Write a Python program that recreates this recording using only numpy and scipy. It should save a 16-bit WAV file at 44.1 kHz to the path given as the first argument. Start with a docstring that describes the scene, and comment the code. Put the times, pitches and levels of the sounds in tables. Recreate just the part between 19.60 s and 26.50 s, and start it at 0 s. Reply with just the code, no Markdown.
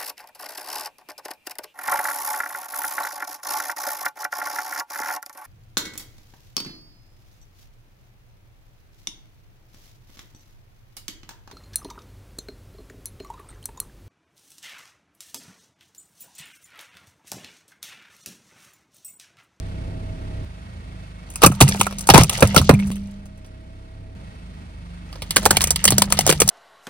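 """Tarmac: a car creeps over thin hollow boxes, then over a row of small hard plastic drums, near a phone.
Walls splinter (noise bursts through ringing modes), the tyre drops and booms (pitch sweep and decaying modes),
crumbs crunch (filtered random ticks), stray shards ping (one mode each).
The engine, earlier at the left port, idles or pulls in gear (orders of the firing rate, noise, whine).
Four shots are joined by hard cuts; the loudest cracks overload the recorder."""
import sys
import numpy as np
from scipy import signal
from scipy.fft import rfft, irfft
from scipy.io import wavfile

SR = 44100
rng = np.random.default_rng(int(sys.argv[2]) if len(sys.argv) > 2 else 0)


def file_out(sig):
    """Save sig as 16-bit WAV at sys.argv[1]."""
    # one column per channel
    cols = np.atleast_2d(sig).T
    # limit, then scale
    lim = np.clip(cols, -1, 1)
    pcm = np.round(lim * 32767).astype(np.int16)
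    wavfile.write(sys.argv[1], SR, pcm)


N = 304290
T = np.arange(N) / SR
HZ = np.maximum(np.fft.rfftfreq(N, 1 / SR), 1)
ENGINE_LEAD_SAMPLES = 19  # left port ahead of right

# shot starts: t/s
CUTS_S = [0, .8475, 3.30393, 4.5515]
# spectrum of splintering plastic: f/Hz, level/dB
SPLINTER_SPECTRUM = [(760, -32), (1300, -4), (1490, -9), (2040, -0.5), (2410, -10), (2880, 2), (3890, -2.5),
                     (5910, -3.5), (7140, -8), (9080, -10), (10400, -12), (11700, -18), (12700, -16),
                     (14100, -24.5), (15800, -17)]
# tyre carcass modes: f/Hz, level/dB, t60/s
TYRE_MODES = [(66.6, -7, 0.091), (84.7, 4.5, 0.15), (119, 0.5, 0.21), (151.2, 3.5, 0.12),
              (161, -7.5, 0.078), (240.6, -22, 0.079), (350, -15.5, 0.066)]


def undb(db):
    """Amplitude ratio from dB."""
    return 10 ** (np.asarray(db) / 20)


def unit(x):
    """RMS of 1."""
    return x / np.sqrt(np.mean(x ** 2))


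def top(x):
    """Peak of 1."""
    return x / np.abs(x).max()


def shape(points, hz):
    """Gain of a (f/Hz, level/dB) spectrum, straight over log frequency."""
    f, db = np.transpose(points)
    return undb(np.interp(np.log(hz), np.log(f), db))


def colour(x, points):
    """Causal minimum-phase filter with the given spectrum, by folding the cepstrum of its log gain."""
    hz = np.maximum(np.fft.rfftfreq(1024, 1 / SR), 1)
    cepstrum = irfft(np.log(shape(points, hz)))
    cepstrum[1:512] *= 2
    cepstrum[513:] = 0
    impulse_response = irfft(np.exp(rfft(cepstrum)))
    return signal.fftconvolve(x, impulse_response)[:len(x)]


def ring(x, hz, t60_s):
    """One decaying mode driven by x; a unit impulse rings with amplitude 1."""
    pole = np.exp(2j * np.pi * hz / SR - np.log(1000) / (t60_s * SR))
    return signal.lfilter([1], [1, -pole], x).imag


def band(x, lo_hz, hi_hz):
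    """Butterworth band-pass."""
    return signal.sosfilt(signal.butter(2, [lo_hz, hi_hz], "band", fs=SR, output="sos"), x)


def walk(rate_hz):
    """Random levels joined by straight lines, rate_hz of them a second; spread near 1."""
    count = int(N / SR * rate_hz) + 2
    return 1.2 * np.interp(T * rate_hz, np.arange(count), rng.standard_normal(count))


def ports(pair, lead_rad):
    """Turns left ahead of right by lead_rad at each frequency."""
    return irfft(rfft(pair) * np.exp(.5j * lead_rad * np.array([[1], [-1]])), N)


def diffuse(points, corner_hz):
    """Engine noise, alike at both ports well below the corner, unrelated well above; left leads."""
    mid, side = rfft(rng.standard_normal((2, N))) * shape(points, HZ)
    side = side / np.sqrt(1 + (corner_hz / HZ) ** 2)
    left, right = unit(irfft(mid + side * np.array([[1], [-1]]), N))
    return np.array([np.roll(left, -ENGINE_LEAD_SAMPLES), right])


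def rotation(track, jitter, rate_hz):
    """Phase in radians along a (t/s, f/Hz) track whose pitch wanders by the jitter fraction; left leads."""
    hz = np.interp(T, *np.transpose(track)) * (1 + jitter * walk(rate_hz))
    phase = 2 * np.pi * np.cumsum(hz) / SR
    return np.array([np.roll(phase, -ENGINE_LEAD_SAMPLES), phase])


def engine():
    """Orders of the firing rate, uneven in gear, over rumble, hiss gated by the firing and a thin whine."""
    # shots: in gear 0-1, orders level/dB, rumble level/dB, fan and valve hiss level/dB, whine level/dB
    shots = [(0, -30.5, -35.5, -48, -45.5), (1, -38, -45.5, -50, -58), (0, -39, -46.5, -56, -53.5),
             (1, -38, -44, -51, -61)]
    # nominal firing rate, one track a shot: t/s, f/Hz
    firing = [
        [(0.0, 31.91), (0.676, 32.62), (0.84, 32.84)],
        [(0.86, 25.32), (0.948, 25.2), (1.054, 27.1), (1.154, 27.5), (1.278, 26.1), (1.38, 25.8), (1.75, 24.7)],
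        [(3.4, 31.1), (3.682, 31.53), (3.986, 32.18), (4.3, 32.94), (4.54, 32.97)],
        [(4.56, 27.32), (4.738, 27.18), (4.834, 26.2), (4.938, 25.9), (5.032, 25.15), (5.152, 24.72),
         (5.446, 25), (5.6, 24.8)],
    ]
    # nominal whine pitch, one track a shot: t/s, f/Hz
    whine = [
        [(0, 649), (.84, 638)],
        [(.86, 650), (1.75, 636)],
        [(3.4, 623), (4.1, 643.5), (4.54, 651)],
        [(4.56, 640), (5.5, 637)],
    ]
    # orders at idle: multiple of firing rate, level/dB
    idle_orders = [(1, 4), (2, 1.5), (3, 2.5), (4, -17), (5, -6), (6, -13.5), (7, -16), (8, -10.5),
                   (9, -17), (10, -17.5), (11, -16.5), (12, -24), (13, -22.5), (14, -23), (16, -37)]
    # orders in gear: multiple of firing rate, level/dB
    gear_orders = [(1, -17), (2, 0), (3, -2.5), (4, -5), (5, -27), (6, -11), (7, -5.5), (8, -17.5),
                   (9, -19), (10, -17), (11, -34.5), (12, -22), (13, -28.5), (14, -29), (15, -27.5),
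                   (16, -26.5)]
    # rumble spectrum: f/Hz, level/dB
    rumble_spectrum = [(15, -37.5), (25, -7), (70, -1), (136, -5.5), (178, -7), (230, -13.5), (315, -15.5),
                       (355, -20.5), (517, -20), (628, -27), (900, -25.5), (1170, -59), (1980, -120)]
    # hiss spectrum ahead of the bay resonances: f/Hz, level/dB
    hiss_spectrum = [(290, -32.5), (500, -4), (1330, -5), (1960, -11), (2460, -10), (2650, -12.5),
                     (3480, -14), (4640, -18), (7670, -27.5), (8720, -22), (10700, -31), (11500, -53),
                     (12300, -43.5), (13200, -30.5), (15500, -67)]
    # engine bay resonances added to the hiss: f/Hz, width/Hz, level/dB
    bay = [(640, 82, -2), (1913, 180, -2), (2180, 200, -3.5), (2627, 48, 4), (4430, 170, -4.5)]

    out = np.zeros((2, N))
    edges = [int(s * SR) for s in CUTS_S] + [N]
    hiss = diffuse(hiss_spectrum, corner_hz=2500)
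    resonances = sum(undb(db) * band(hiss, hz - width / 2, hz + width / 2) for hz, width, db in bay)
    hiss = (hiss + resonances) * undb(0.59 * walk(11))
    rumble = diffuse(rumble_spectrum, corner_hz=900) * undb(1.7 * walk(6))
    for shot, (gear, hum_db, rumble_db, hiss_db, whine_db) in enumerate(shots):
        part = slice(edges[shot], edges[shot + 1])
        turn = rotation(firing[shot], jitter=.004, rate_hz=13)[:, part]
        swing = rotation(whine[shot], jitter=.0057, rate_hz=30)[:, part]
        waver_db = 1 + 1.5 * gear
        orders = gear_orders if gear else idle_orders
        hum = sum(undb(db + waver_db * walk(7)[part]) * np.sin(k * turn + 2 * np.pi * rng.random())
                  for k, db in orders)
        out[:, part] = undb(hum_db) * unit(hum) + undb(rumble_db) * rumble[:, part]
        out[:, part] += undb(hiss_db) * hiss[:, part] * (1 + 0.16 * np.cos(turn))
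        out[:, part] += undb(whine_db + 1.2 * walk(14)[part]) * np.sin(swing)
    return out


def grains(rate_hz, spread_db):
    """Random ticks, mostly small, each a noise burst with a 2 ms decay."""
    ticks = (rng.random(N) < rate_hz / SR) * undb(spread_db * rng.exponential(size=N))
    envelope = signal.lfilter([1], [1, -np.exp(-1 / (.002 * SR))], ticks)
    return envelope * rng.standard_normal((2, N))


def debris():
    """Crumbs crackle in patches, loose walls rattle, the carcass rumbles as the tyre rolls over the pieces."""
    # rolling over debris of boxes, then of drums: t/s, grinding level/dB, tyre rumble level/dB
    roll = [
        [(1.66, -58, -47), (1.886, -44, -40), (2.0, -40, -39), (2.09, -32, -21), (2.2, -35.5, -38),
         (2.36, -45.5, -40), (2.46, -46, -43), (2.6, -15.5, -13), (2.67, -40, -29.5), (2.75, -30.5, -32),
         (2.95, -35.5, -24.5), (3.07, -36.5, -24.5), (3.25, -47, -30), (3.41, -53.5, -40.5), (3.6, -61.5, -48)],
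        [(5.45, -59.5, -46), (5.728, -45, -37.5), (5.81, -33, -31.5), (5.92, -31.5, -27), (6.06, -36, -28),
         (6.22, -41, -33.5), (6.3, -35.5, -26), (6.48, -40.5, -29.5), (6.68, -33.5, -28), (6.78, -39, -27.5),
         (6.9, -37, -28)],
    ]
    # loose wall pieces: f/Hz, half-width/Hz, level/dB
    walls = [(720, 210, 1), (900, 30, -4), (1250, 41, -5), (1620, 230, -3.5), (2370, 140, -3)]
    rattle_db = -5  # re crumbs

    crumbs = 0
    for lo_hz, hi_hz in ((1300, 2860), (3200, 7500), (7000, 16000)):  # large, middle and fine, each on its own
        shared = grains(450, spread_db=4)[0]
        pair = grains(450, spread_db=4)
        crumbs = crumbs + undb(4.5 * walk(25)) * band(shared + 1.4 * pair, lo_hz, hi_hz)
    crumbs = unit(np.array([colour(port, SPLINTER_SPECTRUM) for port in crumbs]))

    knocks = grains(450, spread_db=2.5)
    knocks = knocks[0] + 0.47 * knocks[::-1]
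    rattle = unit(sum(undb(db + 4.7 * walk(25)) * unit(band(knocks, hz - half_width, hz + half_width))
                      for hz, half_width, db in walls))

    push = rng.standard_normal(N) + 0.11 * rng.standard_normal((2, N))
    rumble = unit(sum(undb(db) * ring(push, hz, t60_s) / np.sqrt(t60_s) for hz, db, t60_s in TYRE_MODES))

    out = 0
    for span in roll:
        s, *levels = np.transpose(span)
        grind, tyre = (undb(np.interp(T, s, db, left=-120, right=-120)) for db in levels)
        out = out + grind * (crumbs + undb(rattle_db) * rattle) + tyre * rumble
    return out


def cracks():
    """Each crack is a burst of tiny fractures, heard directly and through the ringing wall and shards."""
    # cracks: t/s, snap level/dB, shards re snap/dB, wall re snap/dB, wall f/Hz, t60/s, left re right/dB
    crack_events = [(1.701, -24, -6, -22.5, 590, 0.011, 1), (1.737, -29, -8, -20.5, 623, .013, 1),
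                    (1.7568, -9.5, -7.5, -26, 1380, 0.015, -0.5), (1.817, -3, -1, -11, 1260, .05, -1),
                    (1.827, -4, 2, -5.5, 1205, .04, -1.5), (1.8346, 21.5, -2, 4, 1250, 0.012, -7),
                    (1.8447, 1.5, 4, 0, 1110, .012, 4), (1.8608, 14.5, -4.5, -11, 533, 0.021, 0.5),
                    (1.8709, -14.5, -14, 3, 1203, .01, 4), (1.9174, -19.5, -8, 0, 1250, 0.0075, 0),
                    (1.951, -26, -4, -18, 605, 0.016, -1), (2.0036, -2.5, -29, -4, 1330, 0.019, -2),
                    (2.0086, 11.5, -25, -3.5, 950, 0.0069, -6), (2.0121, 13, 2, -17, 950, .012, 0.5),
                    (2.0231, 1, -19, -11, 1240, 0.013, 6), (2.078, -8, -17, -25.5, 594, .015, -1),
                    (2.0861, -4, -6, -18.5, 550, 0.027, 2), (2.1085, -26.5, 1.5, 1, 936, .03, -1),
                    (2.145, -24, -13, 9.5, 814, 0.014, 3), (2.2009, -6.5, -1.5, -20, 985, 0.014, 1),
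                    (2.2103, 3.5, -1.5, -6.5, 1250, 0.025, 0), (2.2302, -17, -11, -18, 1285, 0.013, 12),
                    (2.2543, -26, -5, -14, 1290, .01, 7), (2.2659, -8.5, -3.5, -0.5, 1310, 0.027, -5.5),
                    (2.3079, -25.5, 2, 1, 1324, .012, 1), (2.3242, -22.5, 2, -2, 720, 0.016, 1),
                    (2.383, -14.5, -13, -35, 833, 0.02, 1), (2.391, -11.5, -12, -39.5, 525, 0.014, -1),
                    (2.407, -17, -12, -22, 1280, .01, 4), (2.4703, -8, -11, -20.5, 940, 0.012, 0),
                    (2.4886, 7.5, -3, -1, 900, 0.0053, -2), (2.4993, 15.5, 3, -4, 855, 0.016, 2),
                    (2.5368, 5, -6, -1, 667, 0.014, -2), (2.5423, 18, 0, -2.5, 950, 0.02, -3.5),
                    (2.5549, -8, -23, 11, 1000, 0.011, 17), (2.577, 16, -28, -1.5, 1067, 0.014, -5),
                    (2.5831, -7.5, 2, 0, 574, 0.029, -2), (2.609, -9, -1.5, -10, 1300, .011, 16),
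                    (2.6328, 3, -8, -36, 864, 0.028, -1), (2.6416, -9, -4, -16, 550, 0.016, 0),
                    (2.6938, -1, -1, -30.5, 863, 0.028, 1), (2.7217, -18, -4, -14, 624, .012, -8),
                    (2.7297, -14.5, -10, -10.5, 875, 0.071, 7), (2.7749, -16.5, -26, -20.5, 527, 0.011, 0),
                    (2.805, -9.5, -15, -10.5, 640, 0.032, 0), (2.824, 0.5, -0.5, 7, 603, 0.017, -2.5),
                    (2.8718, -12, -24, -35.5, 580, .02, 1), (2.9442, -9.5, -2, 0, 885, 0.061, -8),
                    (2.9622, 8, -41, -1.5, 1360, 0.022, 7.5), (2.975, 3, 1.5, -11.5, 614, 0.0045, -5.5),
                    (2.9884, -17, 4, -12.5, 1230, 0.025, 14), (3.014, -14.5, -13, 0, 1290, 0.022, 2),
                    (3.092, 4, -1.5, 5.5, 657, .02, -6.5), (3.1091, -12, -3, 9, 900, 0.012, -2),
                    (3.1367, -17, -3.5, -2, 640, 0.038, 0), (3.191, -27.5, -1, -11, 527, .012, -5),
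                    (3.1983, -27.5, -1.5, -12.5, 522, .012, -3), (3.268, -27.5, -11, -12, 591, 0.011, 0),
                    (3.314, -20.5, -1, -17, 617, 0.0092, 1), (3.3558, -27.5, -1.5, -24, 623, 0.0073, 2),
                    (3.655, -39, -14, -4.5, 648, 0.013, 5), (3.7734, -43.5, -15, -4, 640, 0.012, -3),
                    (3.8447, -43, 5.5, -4.5, 528, 0.0097, -2), (3.86, -42, -17, -10, 640, 0.014, -2),
                    (5.5255, -29.5, 5.5, -3, 1200, 0.026, -4), (5.5543, -36, 7, 7, 575, 0.014, -4),
                    (5.6187, -18, 2.5, -9, 576, 0.0095, -2.5), (5.706, -5.5, 2, -48, 1692, 0.013, -2),
                    (5.76, 0, -3, -21.5, 1320, 0.0091, 0), (5.7655, 9, -0.5, -7, 1563, 0.011, -4.5),
                    (5.7771, -10.5, -16, -2, 590, 0.0126, 0), (5.8286, -20.5, 1.5, -2.5, 667, 0.01, -2),
                    (5.853, 3.5, -2, -15.5, 927, .018, -9), (5.859, 2.5, 0.5, 1.5, 856, 0.018, 0),
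                    (5.906, 5, -3, -8, 1585, 0.02, -2.5), (5.9265, -19, -7, 2, 866, 0.013, 1),
                    (5.9463, -21, -2, 1.5, 750, 0.015, -3), (5.9677, 4.5, -3, -17.5, 870, 0.024, -2.5),
                    (6.0062, -7, 2.5, -12.5, 1120, 0.011, 0), (6.0152, -1, -36, -16.5, 1113, 0.0069, -2.5),
                    (6.0386, 4, -5, -23.5, 730, .018, -0.5), (6.0711, -7.5, -8, -15, 567, 0.021, 0),
                    (6.1052, 4, -17.5, -21, 751, 0.022, -2), (6.1578, -2.5, 1, -40, 1664, 0.023, -1),
                    (6.2403, 4, -7.5, -19, 763, 0.0095, 2), (6.2516, 12, -7, -22.5, 571, 0.012, -2.5),
                    (6.2764, 3.5, 0, -18, 1660, 0.028, -2.5), (6.3041, 4, -9, -24, 845, 0.036, 0),
                    (6.32, -5.5, 1, -2, 770, 0.022, -2.5), (6.3807, 7.5, -31, -14.5, 736, 0.011, 0),
                    (6.4188, 6, 0, -10.5, 1023, 0.013, 1), (6.5013, -16.5, -3, -6.5, 1027, .02, 3),
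                    (6.522, 7.5, -1.5, -17, 1180, 0.013, 3), (6.5702, -18, 4, -13, 680, 0.014, 0),
                    (6.5891, 8, -47, -11, 776, 0.0073, -1.5), (6.6074, -4.5, -1, -22.5, 711, 0.018, 6),
                    (6.6644, 2, -3.5, -11.5, 744, 0.011, -1), (6.6744, 0.5, -30, -8, 780, 0.0073, 2),
                    (6.6915, 1.5, -1, -9, 525, 0.026, -11), (6.6984, 0.5, -24, -8, 500, 0.025, 12),
                    (6.7101, -1, 0, -16.5, 1660, 0.0098, -2), (6.7236, -3, -1.5, -6, 803, 0.015, -0.5),
                    (6.8012, 5.5, -8, -19, 780, 0.0081, -1), (6.8166, 8, -4.5, -11.5, 512, .01, 0),
                    (6.876, -3.5, -14, -19, 850, 0.012, 3), (6.8883, 7, -31, -33.5, 530, .014, -2.5)]
    # box shard modes ahead of random scatter: f/Hz, level/dB
    box_shards = [(1750, 0.5), (2150, 0.7), (2500, 6.7), (2950, -8), (3900, -8.5), (5500, 5)]
    # drum shard modes ahead of random scatter: f/Hz, level/dB
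    drum_shards = [(1750, -5), (2400, 2.5), (3500, -4), (4300, 3), (4900, 8.5), (5600, -6.5)]
    tail_db, tail_db_per_db = -16.5, -0.57  # settling after the snap, weaker beside a louder snap
    shard_ring_db, wall_ring_db, mode_scatter_db = -5, -1.5, 4

    size = 4096
    out = np.zeros((2, N + SR))
    t = np.arange(size) / SR
    impulse = 1. * (t == 0)
    splinter = colour(impulse, SPLINTER_SPECTRUM)
    snap_path, shard_path, wall_path = rfft([band(splinter, 6600, 17000), band(splinter, 1300, 6000),
                                             band(impulse, 260, 1600)])
    for s, snap_db, shards_db, wall_db, wall_hz, t60_s, pan_db in crack_events:
        shared, left, right = rng.standard_normal((3, size))
        own = np.array([left, right])
        tail = undb(tail_db + tail_db_per_db * snap_db) * 1000 ** (-t / 0.074)
        fall = 1000 ** (-t / np.clip(t60_s, .003, .15)) + tail
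        fall *= np.minimum(t / 0.0018, 1) ** 2
        fall *= undb(3.45 * np.repeat(rng.standard_normal(size // 32), 32))  # a new random level every 32 samples

        snap = top(irfft(rfft((shared + 0.33 * own) * fall) * snap_path))
        burst = (shared + .5 * own) * fall
        mid, low = (top(irfft(rfft(burst) * path)) for path in (shard_path, wall_path))
        modes = box_shards if s < CUTS_S[3] else drum_shards
        scatter_db = mode_scatter_db * rng.standard_normal(len(modes))
        rung = sum(undb(db + extra_db) * ring(burst, hz, .009)
                   for (hz, db), extra_db in zip(modes, scatter_db))
        shards = mid + undb(shard_ring_db) * top(rung)
        wall = low + undb(wall_ring_db) * top(ring(burst, wall_hz, 0.014))

        sound = snap + undb(shards_db) * top(shards) + undb(wall_db) * top(wall)
        start = int(s * SR)
        out[:, start:start + size] += undb(snap_db + np.array([[.5], [-.5]]) * pan_db) * sound
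    return out[:, :N]


def drops():
    """As a wall gives way a blow runs round the tyre, highs first; carcass and the air inside ring on."""
    # tyre drops: t/s, blow level/dB, air ring re blow/dB, first f/Hz
    drop_events = [(1.837, 2, -27.5, 686), (1.863, 0, -39, 486), (1.901, -5, -42, 300),
                   (2.011, 7, -27, 900), (2.049, -5, -44, 197), (2.196, -14, -22, 406), (2.5, 0, -27, 466),
                   (2.541, 10, -48, 688), (2.582, 4.5, -56, 600), (2.617, -4.5, -57, 196),
                   (2.823, 8, -27.5, 900), (2.963, 1, -33, 680), (3, -2.5, -35, 284),
                   (3.093, 10, -23.5, 1009), (3.134, 1.5, -28, 203), (5.764, -17, -8.5, 570),
                   (5.856, -24, -18, 603), (5.907, -13, -25, 570), (6.253, -16.5, -5, 406),
                   (6.320, -8, -16.5, 480), (6.382, -11, -41, 638), (6.419, -28, -40, 497),
                   (6.521, -21, -43, 497), (6.591, -36, -24, 800), (6.692, -7.5, -34, 680),
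                   (6.816, -12.5, -16, 599)]
    # pitch at which a blow ends, on boxes and on drums: f/Hz
    settle_hz = (110, 139)
    air_hz, air_t60_s = 199, 1.1
    carcass_db = -15  # re blow

    out = np.zeros(N + SR)
    t = np.arange(SR, dtype=np.float32) / SR
    for s, blow_db, air_db, first_hz in drop_events:
        last_hz = settle_hz[s > CUTS_S[3]]
        pitch_hz = last_hz + (first_hz - last_hz) * np.exp(-t / 0.0045)
        blow = np.sin(2 * np.pi * np.cumsum(pitch_hz) / SR) * 1000 ** (-t / .062) * (1 - np.exp(-t / .002))

        chance = rng.standard_normal((len(TYRE_MODES), 2))  # scatter of level and pitch
        carcass = sum(undb(db + 3.5 * a) * np.sin(2 * np.pi * hz * (1 + 0.06 * b) * t) * 1000 ** (-t / t60_s)
                      for (hz, db, t60_s), (a, b) in zip(TYRE_MODES, chance))
        carcass = carcass * (1 - np.exp(-t / 0.0043))

        # every blow pushes the air ring in step
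        swing = np.cos(2 * np.pi * air_hz * (t + s - CUTS_S[2]) - 1.3)
        air = swing * 1000 ** (-t / air_t60_s) * (1 - np.exp(-t / 0.0048))

        start = int(s * SR)
        out[start:start + SR] += undb(blow_db) * (blow + undb(carcass_db) * carcass + undb(air_db) * air)
    return band(band(out[:N], 55, 14000), 45, 15000)


def pings():
    """A loose shard skips on the tarmac: a short scratch rings one clear mode."""
    # pings: t/s, peak level/dB, f/Hz
    ping_events = [(2.125, -19, 1800), (3.139, -19, 2090), (3.148, -20, 2370), (3.191, -25, 2160),
                   (3.199, -20, 2240), (3.225, -27, 2130), (3.233, -33, 2580)]

    out = np.zeros(N)
    t = np.arange(2048) / SR
    for s, peak_db, hz in ping_events:
        scratch = rng.standard_normal(len(t)) * np.exp(-t / 0.0014)
        start = int(s * SR)
        out[start:start + len(t)] += undb(peak_db) * top(ring(scratch, hz, t60_s=0.023))
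    return out


def scene():
    """Engine plus crushing sounds, with one phase lead between the ports for boxes and one for drums."""
    # left port ahead of right, boxes: f/Hz, lead/rad
    box_lead = [(0, 0), (1290, 0.6), (2330, 5.9), (3190, 8.6), (4570, 5.9), (5600, 10.2), (6120, 10.7),
                (7060, 9.3), (10200, 5.1), (11400, 3.3), (12600, 2.1), (13400, 0.3), (14500, -0.3),
                (15500, -2.4)]
    # left port ahead of right, drums: f/Hz, lead/rad
    drum_lead = [(0, 0), (780, 0.6), (1380, 0.4), (1720, -0.8), (3100, 2.2), (4310, 0.6), (5860, 4.3),
                 (6890, 3.1), (9730, -0.6), (11400, -2.9), (12500, -4.1), (13400, -6.0), (14600, -6.8),
                 (15500, -8.3)]
    skip_samples = 153

    boxes = T < CUTS_S[3]
    box_rad, drum_rad = (np.interp(HZ, *np.transpose(lead)) for lead in (box_lead, drum_lead))

    def heard(x):
        """Sound at the two ports."""
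        return ports(x * boxes, box_rad) + ports(x * ~boxes, drum_rad)

    boom = heard(drops() * undb([[-.6], [.6]]))
    # the second cut skips a moment, so the ring jumps with a click
    boom = np.where((T >= CUTS_S[2]) & boxes, np.roll(boom, -skip_samples, axis=1), boom)
    crush = heard(debris() + cracks() + pings())
    return engine() * undb([[-.7], [.7]]) + crush + boom


def record(dry):
    """The microphone loses the deepest bass, the converter clips at full scale and the top is cut."""
    top_hz = 15940
    heard = signal.sosfilt(signal.butter(2, 28, "high", fs=SR, output="sos"), dry)
    clipped = np.clip(heard, -1, 1)
    return signal.sosfilt(signal.ellip(8, .2, 60, top_hz, fs=SR, output="sos"), clipped)


dry = scene()
out = record(dry)
file_out(out)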